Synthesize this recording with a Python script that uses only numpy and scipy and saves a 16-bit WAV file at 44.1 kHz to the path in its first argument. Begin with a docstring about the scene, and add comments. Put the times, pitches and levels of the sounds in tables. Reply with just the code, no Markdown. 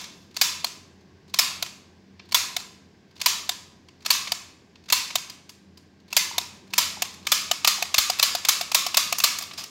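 """The trigger of a hollow plastic toy tool is squeezed in a bare, quiet room, slowly, then quickly. With each
squeeze the trigger creaks, a catch clicks and a spring slams a striker into the casing; on letting go, the
trigger knocks against its stop. Each hit is a short burst of noise shaped by the casing, and the walls ring on
after it. Loose parts tick, fingers tap and slip, and the toy bumps the table once. Faint air and hum lie
underneath, and a limiter flattens the loudest peaks."""
import sys
import numpy as np
from scipy import signal
from scipy.fft import rfft, irfft, next_fast_len
from scipy.io import wavfile
from scipy.ndimage import uniform_filter1d, minimum_filter1d

SR = 44100
rng = np.random.default_rng(int(sys.argv[2]) if len(sys.argv) > 2 else 0)


def persist_wave(psi):
    """Save psi, clipped to +-1, as 16-bit WAV."""
    counts = np.round(np.clip(psi, -1, 1) * 32767).astype(np.int16)
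    wavfile.write(sys.argv[1], SR, np.atleast_2d(counts).T)


N = 427769
HIT_SAMPLES = 32768  # room for one hit and its echo

# the tone of the room's steady air: (frequency [Hz], level [dB])
AIR_TONE = [(25, -25), (50, -9), (75, -11.5), (170, 1.5), (260, -2), (400, -4), (520, -13.5), (1050, -18),
            (1300, -25), (1600, -18), (3600, -25), (5000, -23), (7400, -34), (9000, -45.5), (15000, -47)]
# faint household hum and whine: (frequency [Hz], width [Hz], level compared with the air [dB])
HUM_BANDS = [(87, 9, -6), (194.6, 4.5, -7.5), (1090, 15, -24), (1580, 40, -21.5)]
# how loud air and hum are together: (time [s], level [dB])
BACKGROUND_LEVEL = [(0.0, -53), (6.05, -55.5), (6.29, -52.5), (7.38, -51), (8.08, -56), (9.7, -52.5)]
# how long the echo takes to fade by 60 dB, called t60 below: (frequency [Hz], fade time [s])
ECHO_FADE = [(300, 2.25), (1000, 0.6652), (3000, 0.584), (6000, 0.5069), (9000, 0.4651), (15000, 0.3246)]
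# the tone of the echo: (frequency [Hz], level [dB])
ECHO_TONE = [(300, 2.5), (700, -12.5), (1100, 1.5), (3000, 1), (7000, 3), (10000, 1), (15000, -3.5)]
# pitches at which the casing likes to ring: (frequency [Hz], width [Hz], boost [dB])
CASING_RINGS = [(624, 310, 4.5), (991, 180, 4), (1240, 200, 3), (1722, 61, 4), (2201, 120, 4),
                (2550, 240, 3), (3028, 32, 2), (3600, 150, 3.5), (4204, 130, 1), (4460, 290, 1),
                (4837, 190, 3.5), (5400, 450, 1.5), (6610, 330, 2), (7410, 200, 5), (12300, 1400, 2.5)]
# the casing's main ring rises as the grip tightens: (time [s], frequency [Hz])
GRIP_RING = [(0, 1015), (6.9, 984), (7.3, 1254), (8.4, 1080), (9.3, 1164)]
# the tone of light plastic contacts: (frequency [Hz], level [dB])
LIGHT_TONE = [(100, -30.5), (470, -24.5), (640, -11.5), (840, -10), (1100, -8), (1500, -9), (2500, -3.5),
              (4300, -1.5), (6500, -4), (8800, -14), (12000, -16), (15500, -17)]
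# the tone of the striker's hard blow: (frequency [Hz], level [dB])
STRIKER_TONE = [(100, -28.5), (480, -24), (640, -14.5), (840, -13.5), (1100, -9), (1500, -10.5),
                (2400, -4.5), (4300, -1.5), (6500, -4), (8800, -13), (12000, -11), (15500, -10.5)]
# thin tones of the steel spring: (frequency [Hz], level [dB], fade time [s])
SPRING_TONES = [(2750, 0, .45), (4880, 2, .55), (6160, -3, .45), (8210, -2.5, .5), (9900, -6, .4)]
# loose parts tick as the toy is moved: (time [s], level [dB], treble boost [dB], ring [Hz])
LOOSE_TICKS = [(2.192, -42.5, -36, 2480), (3.162, -48.5, -7, 4250), (3.2, -37.5, -5, 4180),
               (3.884, -48, -12, 2750), (4.048, -35, -3, 4110), (4.271, -29.5, -14, 2350),
               (4.754, -49.5, -18, 2890), (4.885, -38.5, -5, 3660), (5.103, -32.5, -11, 2360),
               (5.296, -35, 4, 4870), (5.491, -40, 6, 4870), (5.772, -47.5, 3, 4800), (7.138, -44, 7, 2350),
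               (8.186, -29, 5, 4200), (9.183, -21, 18, 6200), (9.385, -26, 12, 6800),
               (9.422, -30.5, 13, 4880), (9.51, -37, -37, 2380), (9.533, -38, 0, 4920),
               (9.636, -32.5, 7, 5860)]
# fingers knock on the hollow body: (time [s], level [dB], pitch [Hz])
FINGER_TAPS = [(6.312, -37, 954), (6.971, -41, 846), (7.784, -40, 804)]
# the toy bumps the table: (time [s], level [dB])
TABLE_BUMP = (7.982, -26)
# the casing slips in the hand: (time [s], level [dB], squeak pitch [Hz])
HAND_SLIP = (9.572, -26.5, 5050)
# one row for each squeeze of the trigger: (catch time [s], snap time [s], return time [s],
# catch level [dB], return level [dB], snap ring [Hz], return ring [Hz])
TRIGGER_SQUEEZES = [(-0.22, -0.161, 0.012, -23, -41, 4150, 3850),
                    (0.365, 0.412, 0.643, -25, -19, 4770, 4260),
                    (1.339, 1.387, 1.624, -22.5, -21, 5200, 3640),
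                    (2.32, 2.344, 2.564, -25.5, -20.5, 3430, 3830),
                    (3.213, 3.259, 3.491, -23, -18.5, 4000, 3720),
                    (4.059, 4.103, 4.318, -21.5, -18, 4480, 4600),
                    (4.899, 4.923, 5.154, -23.5, -16, 4330, 3800),
                    (6.126, 6.165, 6.38, -25, -17, 4750, 3840), (6.734, 6.779, 7.02, -23, -18, 5180, 2750),
                    (7.267, 7.317, 7.512, -20.5, -15, 3440, 3040),
                    (7.645, 7.673, 7.823, -14, -19.5, 4280, 2420),
                    (7.941, 7.98, 8.098, -15, -17.5, 4320, 4900),
                    (8.194, 8.226, 8.349, -16, -20.5, 4100, 4540),
                    (8.448, 8.485, 8.61, -20.5, -22.5, 6150, 3560),
                    (8.715, 8.745, 8.864, -23.5, -21.5, 3820, 5320),
                    (8.942, 8.969, 9.124, -19.5, -18, 6450, 2590),
                    (9.199, 9.237, 9.408, -21, -36, 4240, 4900)]


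def amp(db):
    """Turn decibels into a number to multiply by."""
    return 10 ** (np.asarray(db) / 20)


def unit(x):
    """Scale a signal to an average (rms) level of 1."""
    return x / np.sqrt(np.mean(x ** 2) + 1e-20)


def unit_hit(x):
    """Give a hit the same energy as 8 ms of sound at level 1."""
    return x / np.linalg.norm(x) * np.sqrt(.008 * SR)


def wobble(length, smoothing):
    """A random wavy line; more smoothing makes it slower."""
    return unit(uniform_filter1d(rng.standard_normal(length), size=smoothing))


def curve_at(points, hz):
    """Read between the rows of a (frequency, value) table, giving each octave equal room."""
    frequencies, values = np.transpose(points)
    return np.interp(np.log(hz + 1), np.log(frequencies), values)


def filtered(x, response):
    """Turn each frequency up or down by response(hz)."""
    size = next_fast_len(len(x) + SR // 4)
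    return irfft(rfft(x, size) * response(np.fft.rfftfreq(size, 1 / SR)), size)[:len(x)]


def resonate(x, gain):
    """Shape the tone so that it rings only after a hit, never before (a minimum-phase filter)."""
    cepstrum = irfft(np.log(gain))
    cepstrum[1:len(x) // 2] *= 2
    cepstrum[len(x) // 2 + 1:] = 0
    return irfft(rfft(x) * np.exp(rfft(cepstrum)))


def add(track, time, sound):
    """Mix a sound into the track at a time in seconds."""
    start = round(time * SR)
    part = sound[max(-start, 0):max(len(track) - start, 0)]
    track[max(start, 0):][:len(part)] += part


def background():
    """Room air is soft, low noise; narrow bands of noise make a wavering hum."""
    level_db = np.interp(np.arange(N) / SR, *np.transpose(BACKGROUND_LEVEL))
    air = unit(filtered(rng.standard_normal(N), lambda hz: amp(curve_at(AIR_TONE, hz))))
    hum = np.zeros(N)
    for centre, width, db in HUM_BANDS:
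        band = filtered(rng.standard_normal(N), lambda hz: np.exp(-((hz - centre) / width) ** 2))
        hum += amp(db) * unit(band)
    return amp(level_db) * unit(air + hum)


def room_echo(delay_s=.012, rise_s=.0043):
    """The walls ring on, low notes longest. The toy moves, so every echo is new."""
    hz, t, noise = signal.stft(rng.standard_normal(HIT_SAMPLES), SR, nperseg=256)
    level_db = curve_at(ECHO_TONE, hz)[:, None] - 60 * t / curve_at(ECHO_FADE, hz)[:, None]
    echo = signal.istft(noise * amp(level_db), SR, nperseg=256)[1][:HIT_SAMPLES]
    since_arrival = np.maximum(np.arange(HIT_SAMPLES) / SR - delay_s, 0)
    echo *= 1 - np.exp(-since_arrival / rise_s)
    return echo / np.linalg.norm(echo)


def rise_and_fade(rise_s, t60):
    """The loudness of a hit: it swells quickly, then dies away."""
    t = np.arange(HIT_SAMPLES) / SR
    return (1 - np.exp(-(t / rise_s) ** 2)) * amp(-60 * t / t60)


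def plastic_click(time, tone, treble_db, ring_hz, ring_db, width_hz, rise_s, t60, grit_db, echo_db):
    """Plastic parts chatter briefly and shake the casing; the room answers."""
    hz = np.fft.rfftfreq(HIT_SAMPLES, 1 / SR)

    def peak(centre, width):
        return 1 / (1 + (2 * (hz - centre) / width) ** 2)

    grit = amp(grit_db * wobble(HIT_SAMPLES, smoothing=16))
    chatter = rng.standard_normal(HIT_SAMPLES) * grit * rise_and_fade(rise_s, t60)
    treble = hz ** 4 / (hz ** 4 + 8000 ** 4)  # picks out what lies above 8000 Hz
    grip_hz = np.interp(time, *np.transpose(GRIP_RING))
    casing_db = curve_at(tone, hz) + treble_db * treble + 6 * peak(grip_hz, width=130)
    casing_db += sum(db * peak(centre, width) for centre, width, db in CASING_RINGS)
    # one ring points straight at the listener; the walls get all the small ones, at random strengths
    direct = resonate(chatter, amp(casing_db + ring_db * peak(ring_hz, width_hz)))
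    small_rings_db = 2.1 * wobble(len(hz), smoothing=70)
    echo = resonate(room_echo(), amp(casing_db + small_rings_db))
    return unit_hit(direct) + amp(echo_db) * unit_hit(echo)


def hollow_body(hz, t60, rise_s, echo_db):
    """The air inside the toy rings, at a slightly different pitch each time."""
    t = np.arange(HIT_SAMPLES) / SR
    pitch = hz * (1 + rng.normal(0, .011))
    ring = unit_hit(np.sin(2 * np.pi * pitch * t) * rise_and_fade(rise_s, t60))
    return ring + amp(echo_db) * signal.fftconvolve(ring, room_echo())[:HIT_SAMPLES]


def spring_ring():
    """The slack spring sings on after a jolt."""
    t = np.arange(HIT_SAMPLES) / SR
    ring = np.zeros(HIT_SAMPLES)
    for hz, db, t60 in SPRING_TONES:
        fade = amp(db + rng.normal(0, 2.6) - 60 * t / t60)
        pitch = hz * (1 + rng.normal(0, .0016))
        ring += fade * np.sin(2 * np.pi * pitch * t)
    return ring


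def rattle(time, treble_db, ring_hz, spring_db=-27):
    """A loose part rattles once and jolts the spring; a dull rattle jolts it less."""
    chatter = plastic_click(time, LIGHT_TONE, treble_db, ring_hz, ring_db=6.5, width_hz=880,
                            rise_s=.0033, t60=.034, grit_db=4, echo_db=-7.5)
    return chatter + amp(spring_db + min(treble_db, 0)) * spring_ring()


def loose_parts(strays_per_s=2):
    """Moving the toy shakes its parts: clear ticks, with faint stray ones at random times."""
    track = np.zeros(N)
    for time, db, treble_db, ring_hz in LOOSE_TICKS:
        add(track, time, amp(db) * rattle(time, treble_db, ring_hz))
    for time in rng.uniform(0, N / SR, round(strays_per_s * N / SR)):
        add(track, time, amp(rng.normal(-61, 1.5)) * rattle(time, treble_db=-6, ring_hz=4300))
    return track


def table_bump(push_s=.0017):
    """One soft push against the table makes a low thud."""
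    time, db = TABLE_BUMP
    age = np.arange(SR // 10) / (push_s * SR)
    push = age * (1 - age / 2) * np.exp(-age)
    track = np.zeros(N)
    add(track, time, amp(db) * unit_hit(push))
    return track


def finger_taps():
    """Soft fingers wake only the low ring of the hollow body."""
    track = np.zeros(N)
    for time, db, hz in FINGER_TAPS:
        add(track, time, amp(db) * hollow_body(hz, t60=.02, rise_s=.0014, echo_db=1))
    return track


def hand_slip():
    """Plastic rubs under the fingers: a longer, gritty chatter squeaks through one narrow ring."""
    time, db, squeak_hz = HAND_SLIP
    squeak = plastic_click(time, LIGHT_TONE, treble_db=1, ring_hz=squeak_hz, ring_db=11, width_hz=250,
                           rise_s=.0064, t60=.23, grit_db=4, echo_db=-9)
    track = np.zeros(N)
    add(track, time, amp(db) * squeak)
    return track


def trigger_creaks(slips=3, travel_s=.07, loudest_db=-43.5, swell_db=14.5):
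    """The trigger slips a few times in its guide, louder as it nears the catch."""
    track = np.zeros(N)
    for time, *_ in TRIGGER_SQUEEZES:
        for travel_left in (np.arange(slips) + rng.random(slips)) / slips:
            creak = plastic_click(time, LIGHT_TONE, treble_db=-5.5, ring_hz=4200, ring_db=6,
                                  width_hz=700, rise_s=.0036, t60=.05, grit_db=4, echo_db=-9)
            add(track, time - travel_s * travel_left, amp(loudest_db - swell_db * travel_left) * creak)
    return track


def catch_clicks(regrip_s=4.5):
    """The catch clicks just before each snap; it rings lower once the hand has shifted its hold."""
    track = np.zeros(N)
    for time, _, _, db, *_ in TRIGGER_SQUEEZES:
        ring_hz = 4434 if time < regrip_s else 2600
        click = plastic_click(time, LIGHT_TONE, treble_db=2, ring_hz=ring_hz, ring_db=9, width_hz=360,
                              rise_s=.0045, t60=.023, grit_db=3, echo_db=-7)
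        add(track, time, amp(db) * click)
    return track


def trigger_returns(slow_hold_s=.23, bounce_s=.025, bounce_db=-37):
    """The released trigger hits its stop, sounds the hollow body and bounces once."""
    track = np.zeros(N)
    for _, snap_time, time, _, db, _, ring_hz in TRIGGER_SQUEEZES:
        knock = plastic_click(time, LIGHT_TONE, treble_db=5.5, ring_hz=ring_hz, ring_db=9, width_hz=380,
                              rise_s=.0026, t60=.026, grit_db=1, echo_db=-11)
        # letting go twice as soon makes the body 8 dB louder next to the knock
        body_db = -15 + 8 * np.log2(slow_hold_s / (time - snap_time))
        body = amp(body_db) * hollow_body(hz=718, t60=.036, rise_s=.0013, echo_db=-18)
        add(track, time, amp(db) * (knock + body))
        bounce_time = time + bounce_s * np.exp(.2 * rng.standard_normal())
        add(track, bounce_time, amp(bounce_db) * rattle(time, treble_db=-2, ring_hz=ring_hz))
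    return track


def striker_snaps(level_db=-1.03):
    """The spring slams the striker into the casing, equally hard each time."""
    track = np.zeros(N)
    for _, time, _, _, _, ring_hz, _ in TRIGGER_SQUEEZES:
        snap = plastic_click(time, STRIKER_TONE, treble_db=2, ring_hz=ring_hz, ring_db=8, width_hz=260,
                             rise_s=.0029, t60=.027, grit_db=1, echo_db=-13.5)
        add(track, time, amp(level_db) * snap)
    return track


def scene():
    """The room, the squeezes and the small handling noises, added up in one channel."""
    room = background()
    squeezes = catch_clicks() + striker_snaps() + trigger_returns()
    handling = finger_taps() + table_bump() + loose_parts() + hand_slip() + trigger_creaks()
    return (room + squeezes + handling)[None]


def limiter(x, ceiling_db, window_samples):
    """Turn the volume down just ahead of each loud peak and back up just after it."""
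    needed_gain = np.minimum(1, amp(ceiling_db) / (np.abs(x) + 1e-9))
    held_gain = minimum_filter1d(needed_gain, window_samples)
    return x * uniform_filter1d(held_gain, window_samples)


def record(dry):
    """A fast limiter flattens the snaps, then the deepest bass and highest treble are cut."""
    bass_hz, top_hz = 55, 15900
    limited = limiter(dry[0], ceiling_db=-1.52, window_samples=221)
    thinned = signal.sosfilt(signal.butter(2, bass_hz, "high", fs=SR, output="sos"), limited)
    return filtered(thinned, lambda hz: np.clip((top_hz - hz) / 300 + .5, 0, 1))[None]


dry = scene()
out = record(dry)
persist_wave(out)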